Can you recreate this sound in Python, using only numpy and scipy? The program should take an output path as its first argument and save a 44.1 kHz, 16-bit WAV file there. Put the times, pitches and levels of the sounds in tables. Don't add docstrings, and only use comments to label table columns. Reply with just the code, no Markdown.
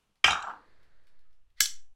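import sys
import numpy as np
from scipy import signal
from scipy.fft import rfft, irfft
from scipy.io import wavfile

SR = 44100
rng = np.random.default_rng(int(sys.argv[2]) if len(sys.argv) > 2 else 0)


def to_wav(sig):
    pcm = np.clip(np.atleast_2d(sig), -1, 1) * 32767
    pcm = np.round(pcm).astype(np.int16)
    wavfile.write(sys.argv[1], SR, pcm.T)


N = 85995

# frequency in Hz, time to fall 60 dB (t60) in seconds.
ROOM_T60 = [(100, 0.0064), (500, 0.2561), (1200, 0.3178), (2500, 0.299), (3600, 0.26), (5100, 0.255),
            (6000, 0.28), (6700, .262), (7600, 0.262), (8500, 0.23), (11000, 0.2089), (15000, 0.167)]
# frequency in Hz, relative gain in dB.
ROOM_COLOUR = [(100, -5), (700, 1), (1500, -1.5), (2500, -1), (4200, 1), (6000, 5.5), (6800, 2.5),
               (7600, 4), (10000, 3.5), (15000, -2)]

# frequency in Hz, relative gain in dB.
HISS_COLOUR = [(20, 2.5), (60, -8), (150, -15.5), (400, -18.5), (1200, -17.5), (1900, -25.5), (2800, -18.5),
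               (4000, -26.5), (10000, -31), (16000, -44)]
# time in seconds, level in dB.
HISS_FADER = [(0, -72), (.14, -77.5), (1.4, -82), (1.95, -82)]
# frequency in Hz, relative gain in dB.
RUMBLE_COLOUR = [(1, 3), (8, -12), (25, -30.5), (60, -40), (120, -54), (400, -91)]
# time in seconds, level in dB.
RUMBLE_FADER = [(0, -65), (.6, -64), (.66, -55), (1.3, -47.5), (1.95, -46)]
# frequency in Hz, relative gain in dB.
WASH_COLOUR = [(40, 1.5), (90, -1), (170, -7.5), (250, -13.5), (330, -8.5), (550, -7.5), (800, -13.5),
               (1150, -12), (1730, -6.5), (2800, -22.5), (4500, -18), (5400, -30.5), (11000, -41),
               (15000, -55.5)]
# time in seconds, level in dB.
WASH_FADER = [(.2, -100), (.36, -62.5), (.7, -67), (1.18, -76), (1.42, -87), (1.95, -100)]

# start in seconds, relative level in dB.
TICKS = [(0.155, -60), (.499, -68.5), (.829, -56), (1.036, -65.5), (1.069, -54.5), (1.076, -59),
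         (1.191, -58.5), (1.307, -66), (1.328, -62), (1.502, -63.5)]
# frequency in Hz, relative gain in dB.
TICK_COLOUR = [(200, -16), (900, -16.5), (1400, -7.5), (2100, 2.5), (2700, -2.5), (4300, -1.5),
               (7000, -13.5), (12000, -15), (16000, -21)]
# start in seconds, relative level in dB.
HAND_BUMPS = [(.09, -60.5), (0.801, -57), (1.604, -41.5), (1.694, -58.5)]
# frequency in Hz, relative gain in dB.
THUD_COLOUR = [(25, -16.5), (58, 0.5), (110, -6.5), (190, -4.5), (300, -13), (400, -19), (520, -16),
               (900, -26.5), (3000, -58.5)]
# start in seconds, pitch in Hz, level in dB, t60 in seconds.
THIN_RINGS = [(1.249, 1275, -78.5, 0.56), (1.77, 796, -86, 2.26)]

# frequency in Hz, relative gain in dB.
PRE_SNAP_COLOUR = [(200, -27), (1000, -18), (1400, -5.5), (2100, 4.5), (2700, -12), (3400, -2),
                   (4500, -2.5), (6500, -17.5), (10000, -24), (16000, -36)]
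# frequency in Hz, relative gain in dB.
GROAN_COLOUR = [(60, -29), (140, -22.5), (190, -6.5), (310, 5.5), (400, -6.5), (500, 3.5), (700, -19),
                (2000, -43.5)]
# frequency in Hz, relative gain in dB.
SCRAPE_COLOUR = [(60, -33), (200, -17), (550, -23.5), (750, 1.5), (1000, 2.5), (1250, 3), (1600, -3),
                 (1950, -33.5), (3000, -25.5), (5000, -41.5), (12000, -58)]

# start in seconds, relative level in dB.
CLINKS = [(0.3066, -17), (0.3189, -22.5), (.333, -29.5), (.401, -41), (0.4236, -32)]
# frequency in Hz, relative level in dB, t60 in seconds.
STEEL_MODES = [(2680.5, -2.5, .025), (3760, 0, 0.025), (3890, -1, .025), (5750, -9, .025), (6730, -6, 0.02),
               (7170, -11, .025), (7560, -10, .025), (9200, -23, .025), (10090, -20, .02)]

# start in seconds, relative knock and thud levels in dB.
KNOCKS = [(.2425, -23, -25.5), (.254, -20.5, -32.5), (.2785, -13.5, -30.5), (.2808, -11, -29.5),
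          (.2895, -15, -28.5), (.3075, -22.5, -43.5), (.3288, -19, -44.5), (.3545, -21.5, -45),
          (.369, -25.5, -68), (.392, -33, -73.5), (.411, -33, -72), (0.4476, -30.5, -67), (.469, -33, -70),
          (.502, -32.5, -58.5), (.510, -33, -60)]
# frequency in Hz, relative level in dB, t60 in seconds.
WOOD_MODES = [(787.1, -14, 0.075), (848.5, -3.5, 0.043), (1161, 1.5, 0.028), (1311.1, 3.5, 0.027),
              (1561.9, -6, 0.017), (2720, -17.5, 0.023)]
# frequency in Hz, relative gain in dB.
KNOCK_COLOUR = [(100, -16), (250, -10), (550, -5.5), (750, -1.5), (1550, 11), (2100, -11.5), (4000, -22),
                (8000, -29), (16000, -55.5)]

# start in seconds, relative level in dB.
CLACKS = [(0.2404, -18.5), (0.2418, -8.5), (.2428, -6.5), (.2460, -15.5), (0.2591, -18.5), (0.2753, -18.5)]
# frequency in Hz, relative level in dB, t60 in seconds.
CLACK_MODES = [(756.2, -14, .04), (1280, -12.5, .04), (1603.3, -8, 0.094), (1925.4, -8, 0.044),
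               (2381, 3, 0.048), (2598, 0.5, .05), (2754.3, -2, .045), (3144.8, 3, .045),
               (3372, -11.5, .04), (4937, -13.5, 0.058), (5255, -11.5, .025), (9362, -27, .03)]
# frequency in Hz, relative gain in dB.
CLACK_COLOUR = [(100, -14), (400, -14.5), (900, -9), (1500, 0.5), (2050, -5.5), (2450, 3.5), (2850, 2.5),
                (3250, 3), (3850, -6.5), (4400, -18.5), (5800, -13), (7600, -19.5), (8400, -28.5),
                (9400, -24), (16000, -44)]

# start in seconds, relative level in dB.
HINGE_HITS = [(1.6034, -23), (1.6054, -4.5)]
# frequency in Hz, relative level in dB, t60 in seconds.
HINGE_MODES = [(1394, -17, 0.038), (1671.2, -2.5, 0.0342), (2131, -2, 0.024), (3023, -8.5, .02),
               (3413, -4, 0.025), (4206.5, 2.5, 0.014), (4570, -1, .014), (5268, 0, 0.018),
               (5646, 0, 0.013), (6589, -1.5, 0.015), (7020, -2.5, 0.011), (7504, -2.5, 0.022),
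               (11780, -3.5, 0.013), (12640, -7, 0.013), (15400, -4.5, 0.006)]
# frequency in Hz, relative gain in dB.
HINGE_COLOUR = [(100, -33), (500, -25.5), (1000, -22.5), (1300, -13.5), (1700, -1.5), (2150, -4.5),
                (2500, -8.5), (3400, 5), (3800, -6), (4400, 1.5), (5100, 0.5), (5900, 2), (7700, 3.5),
                (8500, -8.5), (12000, -8), (16000, -9)]
# start in seconds, relative level in dB.
REBOUND_HITS = [(1.6569, -22), (1.6600, -29)]
# frequency in Hz, relative gain in dB.
REBOUND_COLOUR = [(100, -41), (900, -40), (1300, -10), (2500, -7.5), (3400, 1), (4500, 1), (6000, -4),
                  (8000, -8), (16000, -20)]


def amp(db):
    return 10 ** (np.asarray(db) / 20)


def unit(x):
    return x / np.sqrt(np.sum(x ** 2) + 1e-20)


def read(points, hz):
    f, value = np.transpose(points)
    return np.interp(np.log(hz + 1), np.log(f + 1), value)


def add(mix, start_s, sound):
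    part = mix[round(start_s * SR):][:len(sound)]
    part += sound[:len(part)]


def decay(t, t60):
    return np.exp(-np.log(1000) * t / t60)


def noise(colour):
    gain = amp(read(colour, np.fft.rfftfreq(N, 1 / SR)))
    return irfft(rfft(rng.standard_normal(N)) * gain, N) / np.sqrt(np.mean(gain ** 2))


def burst(colour, t60, rise_s):
    t = np.arange(SR // 2) / SR
    puff = rng.standard_normal(len(t)) * (1 - np.exp(-t / rise_s)) * decay(t, t60)
    log_gain = np.log(amp(read(colour, abs(np.fft.fftfreq(len(t), 1 / SR)))))
    eq = np.fft.ifft(np.exp(np.conj(signal.hilbert(log_gain)))).real
    return signal.fftconvolve(puff, unit(eq))[:len(t)]


def ring(modes, low_hz, rise_s, detune=0, order=4):
    t = np.arange(SR // 2) / SR
    shifts = 1 + detune * rng.standard_normal(len(modes))
    tone = sum(amp(db) * np.sin(2 * np.pi * hz * shift * t) * decay(t, t60)
               for (hz, db, t60), shift in zip(modes, shifts))
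    attack = 1 - np.exp(-t / rise_s)
    tone = tone * attack / np.linalg.norm(amp([db for _, db, _ in modes]))
    return signal.sosfilt(signal.butter(order, low_hz, "high", fs=SR, output="sos"), tone)


def chatter(t60, hits_per_s):
    t = np.arange(SR // 10) / SR
    hits = rng.standard_normal(len(t)) * (rng.random(len(t)) < hits_per_s / SR)
    hits[0] = 2
    return unit(hits * decay(t, t60))


def room(direct, wet_db, gap_s):
    t = np.arange(SR) / SR
    echoes = rng.choice([-1., 1.], SR) * (rng.random(SR) < 1 / 8)
    hz, frame_s, bands = signal.stft(echoes, SR, nperseg=256)
    bands = bands * decay(frame_s, read(ROOM_T60, hz)[:, None]) * amp(read(ROOM_COLOUR, hz))[:, None]
    build_up = 1 - np.exp(-(t / gap_s) ** 2)
    tail = signal.istft(bands, SR, nperseg=256)[1][:SR] * build_up
    return direct + amp(wet_db) * signal.fftconvolve(direct, unit(tail))[:N]


def background():
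    t = np.arange(N) / SR
    beds = [(WASH_COLOUR, WASH_FADER), (HISS_COLOUR, HISS_FADER), (RUMBLE_COLOUR, RUMBLE_FADER)]
    return sum(noise(colour) * amp(np.interp(t, *np.transpose(fader))) for colour, fader in beds)


def handling():
    ticks, soft = np.zeros((2, N))
    for s, db in TICKS:
        add(ticks, s, amp(db - 6.5) * burst(TICK_COLOUR, t60=0.026, rise_s=0.0017))
    for s, db in HAND_BUMPS:
        add(soft, s, amp(db - 4) * burst(THUD_COLOUR, t60=0.092, rise_s=0.0071))
    for s, hz, db, t60 in THIN_RINGS:
        add(soft, s, amp(db) * ring([(hz, 0, t60)], low_hz=297, rise_s=0.0032))
    return room(ticks, wet_db=-2.5, gap_s=0.006) + room(soft, wet_db=-23, gap_s=0.006)


def pre_snap_hiss(start_s=1.56, end_s=1.604, peak_db=-56.5, rise_db_per_s=169.5, fade_in_s=0.028):
    t = np.arange(N) / SR
    swell = amp(peak_db + rise_db_per_s * np.minimum(t - end_s, 0))
    gate = np.clip((t - start_s) / fade_in_s, 0, 1) * (t < end_s)
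    return noise(PRE_SNAP_COLOUR) * swell * gate


def wood_groan(start_s=0.47, level_db=-52):
    groan = np.zeros(N)
    add(groan, start_s, amp(level_db) * burst(GROAN_COLOUR, t60=0.557, rise_s=0.0361))
    return groan


def wood_scrape(start_s=0.35, peak_s=0.4825, peak_db=-36, rise_db=12.5, fall_db_per_s=305):
    t = np.arange(N) / SR
    swell_db = rise_db * (t - peak_s) / (peak_s - start_s)
    release_db = fall_db_per_s * (peak_s - t)
    level = amp(peak_db + np.minimum(swell_db, release_db)) * (t > start_s)
    slips = rng.standard_normal(N) * (rng.random(N) < 1500 / SR)
    eq = amp(read(SCRAPE_COLOUR, np.fft.rfftfreq(N, 1 / SR)))
    grain = unit(irfft(rfft(slips) * eq, N)) * np.sqrt(N)
    return room(level * grain, wet_db=-5, gap_s=0.0052)


def steel_clinks():
    clinks = np.zeros(N)
    for s, db in CLINKS:
        steel = ring(STEEL_MODES, low_hz=1504, rise_s=0.00054, detune=0.005)
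        add(clinks, s, amp(db) * signal.fftconvolve(steel, chatter(t60=0.04, hits_per_s=1200)))
    return room(clinks, wet_db=-11, gap_s=0.006)


def wood_knocks():
    knocks, thuds = np.zeros((2, N))
    for s, db, thud_db in KNOCKS:
        add(knocks, s, amp(db) * ring(WOOD_MODES, low_hz=573, rise_s=0.00082, detune=0.035))
        add(knocks, s, amp(db - 10.5) * burst(KNOCK_COLOUR, t60=0.047, rise_s=0.00085))
        add(thuds, s, amp(thud_db - 7) * burst(THUD_COLOUR, t60=0.15, rise_s=0.012))
    return room(knocks, wet_db=-4, gap_s=0.0037) + room(thuds, wet_db=-7.5, gap_s=0.0066)


def spring_clack():
    body, crack = np.zeros((2, N))
    for s, db in CLACKS:
        add(body, s, amp(db + 0.5) * ring(CLACK_MODES, low_hz=612, rise_s=0.00072))
        add(crack, s, amp(db - 5) * burst(CLACK_COLOUR, t60=0.028, rise_s=0.00073))
    return room(body, wet_db=-8.5, gap_s=0.013) + room(crack, wet_db=-2.5, gap_s=0.013)


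def hinge_snap():
    body, crack = np.zeros((2, N))
    for s, db in HINGE_HITS:
        add(body, s, amp(db + 1) * ring(HINGE_MODES, low_hz=1256, rise_s=0.00026, order=8))
        add(crack, s, amp(db - 6) * burst(HINGE_COLOUR, t60=0.01335, rise_s=0.00031))
    for s, db in REBOUND_HITS:
        add(body, s, amp(db) * burst(REBOUND_COLOUR, t60=0.01945, rise_s=0.00047))
    return room(body, wet_db=-14.5, gap_s=0.0071) + room(crack, wet_db=1.5, gap_s=0.0034)


def scene():
    snaps = spring_clack() + hinge_snap()
    clatter = wood_knocks() + wood_scrape() + wood_groan() + steel_clinks()
    mono = snaps + clatter + handling() + pre_snap_hiss() + background()
    spread = room(mono, wet_db=-1, gap_s=0.003) - mono
    side = amp(-40) * spread
    return np.array([mono + side, mono - side])


def record(dry):
    low_pass = signal.firwin(255, 16100, window=("kaiser", 9), fs=SR)
    return signal.oaconvolve(dry, low_pass[None], "same")


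dry = scene()
out = record(dry)
to_wav(out)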